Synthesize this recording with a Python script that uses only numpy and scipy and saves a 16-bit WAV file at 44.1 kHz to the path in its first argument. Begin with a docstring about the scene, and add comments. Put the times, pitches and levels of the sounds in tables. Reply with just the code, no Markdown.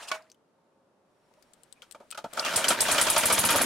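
"""The last scrape and clunk of a small one-cylinder engine on a plastic pallet, in a quiet yard.
A hand then clicks a valve open on the left: dry noise clicks over a faint, growing hiss.
Knocks shake resonances of the frame; the engine catches and speeds up, each turn giving a noise tick,
a puff of coloured noise and a decaying sine thud, over clatter, air hiss and rumble."""
import sys
import numpy as np
from scipy import signal
from scipy.fft import rfft, irfft
from scipy.io import wavfile
from scipy.ndimage import uniform_filter1d

SR = 44100
rng = np.random.default_rng(int(sys.argv[2]) if len(sys.argv) > 2 else 0)


def to_wav(sig):
    """Store sig (one row per channel, or 1-D mono) as 16-bit WAV at the path in sys.argv[1].

    Samples outside -1..1 are clipped; the rate is SR.
    """
    pcm = np.clip(np.atleast_2d(sig), -1, 1) * 32767
    pcm = np.round(pcm).astype(np.int16)
    wavfile.write(sys.argv[1], SR, pcm.T)  # frames by channels


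N = 160965

# Yard wash spectrum: (frequency [Hz], relative density [dB per Hz])
YARD_SPECTRUM = [(25, -39), (64, -10), (200, 5.5), (530, 4), (940, -0.5), (1300, -4), (2000, -14),
                 (11000, -25), (16000, -47.5)]
# Left-right likeness of the wash: (frequency [Hz], likeness [0-1])
YARD_LIKENESS = [(60, 1), (500, 0.77), (5000, 0.033)]
# Distant hum: (frequency [Hz], level [dB rms])
HUM_TONES = [(538.3, -79.5), (597.5, -82.5), (904.4, -86.5)]
# Hiss while the valve opens: (time [s], level [dB])
LEAK_LEVEL = [(1.05, -82.5), (1.4, -70.5), (2.0, -68), (2.2, -69), (2.33, -58)]
# Valve hiss spectrum: (frequency [Hz], relative density [dB per Hz])
LEAK_SPECTRUM = [(900, -8), (1500, -8.5), (3700, -15), (5900, -19.5), (9500, -19), (16000, -35)]
# Valve and linkage clicks: (time [s], nominal level [dB], pitch [Hz], nominal pan to the left [dB])
VALVE_CLICKS = [(0.223, -47, 4800, 7), (0.3, -40, 4600, 4), (0.3167, -35.5, 6000, 4),
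                (0.345, -48.5, 3180, 4), (1.3386, -48.5, 2740, 19.5), (1.4252, -38, 4900, 13),
                (1.5348, -38, 7860, 24), (1.6344, -36.5, 8100, 13), (1.726, -33, 8150, 17),
                (1.8208, -33, 3220, 11), (1.9119, -27.5, 7700, 15), (1.923, -30.5, 7740, 12),
                (2.1056, -26.5, 8100, 14), (2.1122, -21.5, 7800, 17), (2.335, -22.5, 7550, 15)]
# Last scrape before rest: (time [s], low level [dB], treble level [dB])
COAST_LEVEL = [(0, -48.5, -54.5), (.035, -48.5, -45), (.07, -53, -58), (.088, -46, -36.5), (.108, -47, -53),
               (.15, -38.5, -45.5), (.2, -59.5, -69.5), (.3, -73, -78.5)]
# Scrape spectrum: (frequency [Hz], relative density [dB per Hz])
SCRAPE_SPECTRUM = [(150, -27.5), (450, -15.5), (650, -3.5), (1300, -6.5), (2600, -12.5), (3200, -13),
                   (9500, -20), (16000, -39.5)]
# Shaft drop and bounce: (time [s], nominal level [dB])
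SHAFT_DROPS = [(0.115, -12), (0.145, -44.5)]
# Modes rung by each drop: (frequency [Hz], level at the first drop [dB], t60 [s])
CLUNK_MODES = [(635, -33.5, 0.28), (1110, -19, 0.039), (1472, -27, 0.12), (2267, -28.5, 0.12),
               (2936, -31, 0.069), (982, -51, 0.15)]
# Creaks of rubbing metal: (middle [s], level [dB], pitch [Hz], half length [s])
METAL_CREAKS = [(1.777, -66, 2400, 0.014), (2.464, -33.5, 2796, 0.027)]
# Blows to the frame: (time [s], nominal level [dB], treble re that [dB], rattle t60 [s])
FRAME_KNOCKS = [(1.31, -46.5, -30, 0.051), (1.372, -49.5, -35, 0.07), (1.822, -51.5, 3.5, 0.12),
                (1.946, -35.5, -14, 0.078), (2.001, -37.5, -21, 0.12), (2.123, -42, 7.5, 0.035),
                (2.146, -38, -4, 0.076), (2.174, -27.5, -6, 0.1), (2.203, -48, -29, 0.069),
                (2.241, -22.5, -19, 0.09), (2.328, -34.5, -11.5, 0.19), (2.37, -25, -7.5, 0.31),
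                (2.447, -30, 4, 0.4), (2.534, -20.5, -8.5, 0.1), (2.572, -25, -5.5, 0.35),
                (2.64, -26.5, 6.5, 0.091), (2.703, -16, -2, 0.11), (2.882, -24.5, 1, 0.27),
                (2.942, -24.5, -5, 0.26), (2.98, -21, 2.5, 0.17), (3.065, -23, 1.5, 0.19),
                (3.162, -11, -4.5, 0.1), (3.233, -14, -6.5, 0.077), (3.297, -13.5, -4.5, 0.14),
                (3.377, -18.5, 1, 0.082), (3.437, -9.5, -1.5, 0.022), (3.487, -25.5, 6.5, 0.22),
                (3.555, -22.5, -2, 0.22)]
# Frame and board resonances: (frequency [Hz], nominal width [Hz], gain [dB])
FRAME_MODES = [(254, 280, -8.5), (623.4, 130, 5.5), (920, 71, 2), (1298, 234, 3.5), (2390, 140, -5.5),
               (3140, 230, -5.5)]
# Running noise: (time [s], clatter level [dB], air hiss level [dB], rumble level [dB])
RUN_LEVEL = [(2.3, -62.5, -93, -90), (2.35, -53, -50.5, -62), (2.5, -37, -44.5, -69),
             (2.66, -35.5, -38.5, -47.5), (2.735, -29, -35, -43), (2.76, -36, -46, -52),
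             (2.86, -31, -34, -48.5), (3.2, -32, -33, -45.5), (3.65, -29.5, -34.5, -35)]
# Running noise spectra: (frequency [Hz], relative density [dB per Hz])
CLATTER_SPECTRUM = [(150, -23), (600, 1), (1500, 12), (3000, 4.5), (6000, -3.5), (9000, -24)]
AIR_SPECTRUM = [(2000, -17.5), (3200, -9), (5750, -13), (6800, -11.5), (9600, -12), (12000, -16.5),
                (16000, -26)]
RUMBLE_SPECTRUM = [(25, -47), (110, -25), (185, 0.5), (290, 1), (450, -12.5), (700, -53)]
# Exhaust puffs, one per turn: (time [s], nominal hiss level [dB], tick offset [dB], thud level [dB])
EXHAUST_PUFFS = [(2.3952, -30.5, 32.5, -64), (2.5597, -8.5, 7, -37), (2.683, -9, 12, -44.5),
                 (2.8056, -8.5, 9, -39), (2.9137, -10, 5, -36), (3.0114, -9, 1, -38), (3.0984, -11, 5, -38),
                 (3.177, -10.5, -13, -39), (3.254, -10, -30, -33.5), (3.3232, -9.5, -26, -32.5),
                 (3.3872, -11, -22, -30), (3.4476, -11, -30, -31), (3.5034, -13.5, -21, -35),
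                 (3.5588, -14.5, -16, -31), (3.6146, -12, -36, -49)]
# Left-right likeness of the machine: (frequency [Hz], likeness [0-1])
MACHINE_LIKENESS = [(60, .75), (150, .8), (600, .93), (1700, .84), (5000, .58), (14000, .05)]

YARD_DB = -68.5
WHINE_HZ, WHINE_SAG_HZ_PER_S, WHINE_DB = 5480, 200, -88
WHINE_MID_S, WHINE_HALF_S = 1.5, 0.4
LEAK_PAN_DB = 2.5
CLICK_WIDE_DB, CLICK_Q = -2, 5
CLICK_T60_S, CLICK_TAIL_DB, CLICK_TAIL_T60_S = 0.0056, -18.5, 0.038
CLUNK_T60_S, CLUNK_CRACK_DB = 0.055, 20
KNOCK_RISE_S, RUNNING_RISE_S, RUNNING_FROM_S = 0.0015, 0.003, 2.4
KNOCK_DETUNE_RATIO, KNOCK_SHIFT_DB = 0.06, 3.5
THUD_HZ, THUD_T60_S = 103.4, 0.091
CLACKS_PER_S, CLACK_SPREAD_DB, RING_DB, GRIND_DB = 700, 2.5, -2, -1.5
PUFF_RISE_S, PUFF_T60_S, PUFF_LAG_S = 0.00039, 0.16, 0.0017
PUFF_BASE_HZ, PUFF_HZ_PER_TURN_PER_S = 7620, 156  # hiss pitch rises with speed
PUFF_WIDTH_HZ, PUFF_WIDE_DB = 3800, -8.5
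SNAP_DB, SNAP_T60_S = -14, 0.061
TICK_HZ, TICK_WIDTH_HZ, TICK_T60_S = 4820, 1600, 0.022
SQUEAK_HZ, SQUEAK_WIDTH_HZ, SQUEAK_DB = 6900, 800, -31
SQUEAK_TURN_SHARE, SQUEAK_HALF_S, SQUEAK_FROM_S = 0.44, 0.005, 3.05
PATCH_DB, RAGGED_DB = 2.5, 2.2
CEILING, EDGE_HZ = 0.36, 16000


def amp(db):
    """Amplitude ratio from dB."""
    return 10 ** (np.asarray(db) / 20)


def evened(x):
    """Signal scaled to rms 1."""
    return x / np.sqrt(np.mean(x ** 2) + 1e-20)


def read(points, hz):
    """Curve value, interpolated on log frequency."""
    f, value = np.transpose(points)
    return np.interp(np.log(hz + 1), np.log(f + 1), value)


def level(table, column):
    """Gain along a dB curve; virtually silent outside it."""
    rows = np.transpose(table)
    return amp(np.interp(np.arange(N) / SR, rows[0], rows[column], -150, -150))


def colour(x, points):
    """Sound filtered by a spectrum; rms 1."""
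    length = x.shape[-1]
    gain = amp(read(points, np.fft.rfftfreq(length, 1 / SR)))
    return evened(irfft(rfft(x) * gain, length))


def ring(x, hz, width_hz):
    """Two-pole resonance of peak gain 1."""
    b, a = signal.iirpeak(min(hz, 0.45 * SR), hz / width_hz, SR)
    return signal.lfilter(b, a, x)


def band(x, hz, width_hz):
    """Two equal resonances in series; rms 1."""
    return evened(ring(ring(x, hz, width_hz), hz, width_hz))


def burst(start_s, db, rise_s, t60_s):
    """Envelope: linear rise times exponential decay."""
    out, start = np.zeros(N), round(start_s * SR)
    t = np.arange(min(N - start, round(2 * t60_s * SR))) / SR
    out[start:start + len(t)] = np.minimum(t / rise_s, 1) * amp(db - 60 * t / t60_s)
    return out


def ragged():
    """Random gain varying over about two milliseconds; rms 1."""
    wander = evened(uniform_filter1d(rng.standard_normal(N), size=90))
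    return evened(amp(RAGGED_DB * wander))


def patchy(x):
    """Colour shifting in random patches of time and frequency."""
    z = signal.stft(x, nperseg=256)[2]
    patches = uniform_filter1d(rng.standard_normal(z.shape), size=4, axis=0)
    patches = evened(uniform_filter1d(patches, size=5, axis=1))
    return signal.istft(z * amp(PATCH_DB * patches), nperseg=256)[1][:N]


def spread(x, other, likeness):
    """Two microphone ports: mid and side mixed by likeness at each frequency."""
    c = np.clip(read(likeness, np.fft.rfftfreq(N, 1 / SR)), 0, 1)
    mid = np.sqrt((1 + c) / 2) * rfft(x)
    side = np.sqrt((1 - c) / 2) * rfft(other)
    return irfft(np.array([mid + side, mid - side]), N)


def frame(x, bright, detune, shift_db):
    """Engine frame and board: parallel resonances, the upper ones driven by the bright part of a blow."""
    between = np.sqrt(abs(x * bright)) * np.sign(x)
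    drives = [x, x, x, between, bright, bright]
    out = 0
    for k, (hz, width_hz, db) in enumerate(FRAME_MODES):
        mode_hz = hz * (1 + detune[k])
        mode = ring(ring(drives[k], mode_hz, width_hz), mode_hz, 2 * width_hz)
        out = out + (-1) ** k * amp(db + shift_db[k]) * mode
    return out


def yard_wash():
    """Distant wash: coloured noise, most alike left and right in the bass."""
    a, b = rng.standard_normal((2, N))
    return amp(YARD_DB) * spread(colour(a, YARD_SPECTRUM), colour(b, YARD_SPECTRUM), YARD_LIKENESS)


def hum_and_whine():
    """Distant hum of narrow noise bands; thin sine whine sinking in pitch, its level unsteady."""
    noise = rng.standard_normal(N)
    hum = sum(amp(db) * band(noise, hz, 4.8) for hz, db in HUM_TONES)
    t = np.arange(N) / SR - WHINE_MID_S
    cycles = WHINE_HZ * t - WHINE_SAG_HZ_PER_S * t ** 2 / 2
    flutter = 1 + evened(uniform_filter1d(noise, size=400))
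    swell = np.exp(-(t / WHINE_HALF_S) ** 4)
    return hum + amp(WHINE_DB) * swell * np.sin(2 * np.pi * cycles) * flutter


def valve_leak():
    """Hiss at the opening valve: partly shared noise, louder on the left."""
    c, d = rng.standard_normal((2, N))
    hiss = colour(np.array([c, 0.5 * c + d]), LEAK_SPECTRUM)
    return level(LEAK_LEVEL, 1) * hiss * amp([[LEAK_PAN_DB / 2], [-LEAK_PAN_DB / 2]])


def clicks():
    """Valve clicks: short resonant noise with a faint tail, panned left."""
    noise, out = rng.standard_normal(N), np.zeros((2, N))
    wide = band(noise, 4700, 8700)
    for s, db, hz, pan_db in VALVE_CLICKS:
        tone = band(noise, hz, hz / CLICK_Q) + amp(CLICK_WIDE_DB) * wide
        shape = burst(s, db - 8.5, 0.0001, CLICK_T60_S)
        shape += burst(s, db + CLICK_TAIL_DB, 0.0028, CLICK_TAIL_T60_S)
        out += shape * tone * amp([[pan_db / 4], [-pan_db * 0.9]])
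    return out


def scrape():
    """Dying scrape: low and treble noise, each on its own level curve."""
    a, b = rng.standard_normal((2, N))
    low = colour(a, SCRAPE_SPECTRUM[:5] + [(4000, -41.5)])
    high = colour(b, [(1800, -41)] + SCRAPE_SPECTRUM[4:])
    return patchy(level(COAST_LEVEL, 1) * low + level(COAST_LEVEL, 2) * high)


def clunk():
    """Shaft dropping to rest and bouncing: decaying sine modes plus a resonant noise crack."""
    noise, t = rng.standard_normal(N), np.arange(N) / SR
    blow, modes = np.zeros((2, N))
    for s, db in SHAFT_DROPS:
        blow += noise * burst(s, db - 23.5, 0.00036, CLUNK_T60_S)
        for hz, mode_db, t60_s in CLUNK_MODES:
            shape = burst(s, db - SHAFT_DROPS[0][1] + mode_db, 0.002, t60_s)
            modes += shape * np.sin(2 * np.pi * (hz * t + rng.random()))
    return modes + amp(CLUNK_CRACK_DB) * ring(ring(blow, 1600, 4000), 1600, 4000)


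def creaks():
    """Rubbing metal: narrow noise bands under bell-shaped envelopes."""
    noise, t = rng.standard_normal(N), np.arange(N) / SR
    return sum(amp(db) * np.exp(-((t - s) / half_s) ** 2) * band(noise, hz, hz / 10)
               for s, db, hz, half_s in METAL_CREAKS)


def knocks():
    """Noise bursts drive frame resonances, randomly detuned and re-levelled per blow; bright edge added."""
    low, high = rng.standard_normal((2, N)) * ragged()
    variation = rng.uniform(-0.95, 1, (len(FRAME_KNOCKS), 2, len(FRAME_MODES)))
    body, edge = np.zeros((2, N))
    for (s, db, treble_db, t60_s), (detune, shift) in zip(FRAME_KNOCKS, variation):
        rise_s = RUNNING_RISE_S if s > RUNNING_FROM_S else KNOCK_RISE_S
        shape = burst(s, db - 4, rise_s, t60_s)
        part = slice(round(s * SR), round((s + 0.5) * SR))
        shake = (low * shape)[part]
        bright = shake * 2 * amp(treble_db)
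        body[part] += frame(shake, bright, KNOCK_DETUNE_RATIO * detune, KNOCK_SHIFT_DB * shift)
        edge += amp(treble_db) * shape
    still = np.zeros(len(FRAME_MODES))
    return body / np.std(frame(low, low, still, still)) + band(high, 3150, 7500) * edge


def running_noise():
    """Frame and gear clatter from random impulses, with noise air hiss and rumble."""
    grain, air, low = rng.standard_normal((3, N))
    heights = amp(CLACK_SPREAD_DB * np.minimum(rng.exponential(1, N), 5))
    hits = heights * (rng.random(N) < CLACKS_PER_S / SR)
    clacks = evened(hits * np.sign(grain)) + 0.5 * grain
    still = np.zeros(len(FRAME_MODES))
    clatter = amp(RING_DB) * evened(frame(clacks, clacks, still, still))
    clatter += amp(GRIND_DB) * colour(clacks, CLATTER_SPECTRUM)
    bed = level(RUN_LEVEL, 1) * clatter + level(RUN_LEVEL, 2) * colour(air, AIR_SPECTRUM)
    return patchy(bed) + level(RUN_LEVEL, 3) * colour(low, RUMBLE_SPECTRUM)


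def thuds():
    """One low decaying sine push per turn."""
    t = np.arange(N) / SR
    return sum(burst(s, db, 0.0037, THUD_T60_S) * np.sin(2 * np.pi * THUD_HZ * (t - s))
               for s, _, _, db in EXHAUST_PUFFS)


def puffs():
    """Per turn: tick, snap and exhaust hiss from noise bands; later turns also squeak."""
    noise = rng.standard_normal((4, N))
    wide = colour(noise[0], AIR_SPECTRUM)
    tick = band(noise[1], TICK_HZ, TICK_WIDTH_HZ)
    squeak = band(noise[2], SQUEAK_HZ, SQUEAK_WIDTH_HZ)
    t, out = np.arange(N) / SR, np.zeros(N)
    turns_s = np.gradient(np.transpose(EXHAUST_PUFFS)[0])
    for (s, db, tick_db, _), turn_s in zip(EXHAUST_PUFFS, turns_s):
        hiss_hz = PUFF_BASE_HZ + PUFF_HZ_PER_TURN_PER_S / turn_s
        hiss = band(noise[3], hiss_hz, PUFF_WIDTH_HZ) + amp(PUFF_WIDE_DB) * wide
        out += burst(s + PUFF_LAG_S, db - 11.5, PUFF_RISE_S, PUFF_T60_S) * hiss
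        out += burst(s - PUFF_LAG_S / 2, db + tick_db - 18, 0.00062, TICK_T60_S) * tick
        out += burst(s, db + SNAP_DB, 0.0013, SNAP_T60_S) * hiss
        if s > SQUEAK_FROM_S:
            middle_s = s + SQUEAK_TURN_SHARE * turn_s
            out += amp(SQUEAK_DB) * np.exp(-((t - middle_s) / SQUEAK_HALF_S) ** 2) * squeak
    return ragged() * out


def machine():
    """Sum of the engine sounds that share one stereo likeness."""
    return scrape() + clunk() + creaks() + knocks() + running_noise() + puffs()


def scene():
    """Yard, valve and engine; two machine draws give the stereo width."""
    background = yard_wash() + hum_and_whine() + valve_leak()
    return background + clicks() + thuds() + spread(machine(), machine(), MACHINE_LIKENESS)


def record(dry):
    """Soft tanh ceiling, then a linear-phase low-pass."""
    soft = CEILING * np.tanh(dry / CEILING)
    lowpass = signal.firwin(511, EDGE_HZ, window=("kaiser", 9), fs=SR)
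    return signal.oaconvolve(soft, lowpass[None], "same")


dry = scene()
out = record(dry)
to_wav(out)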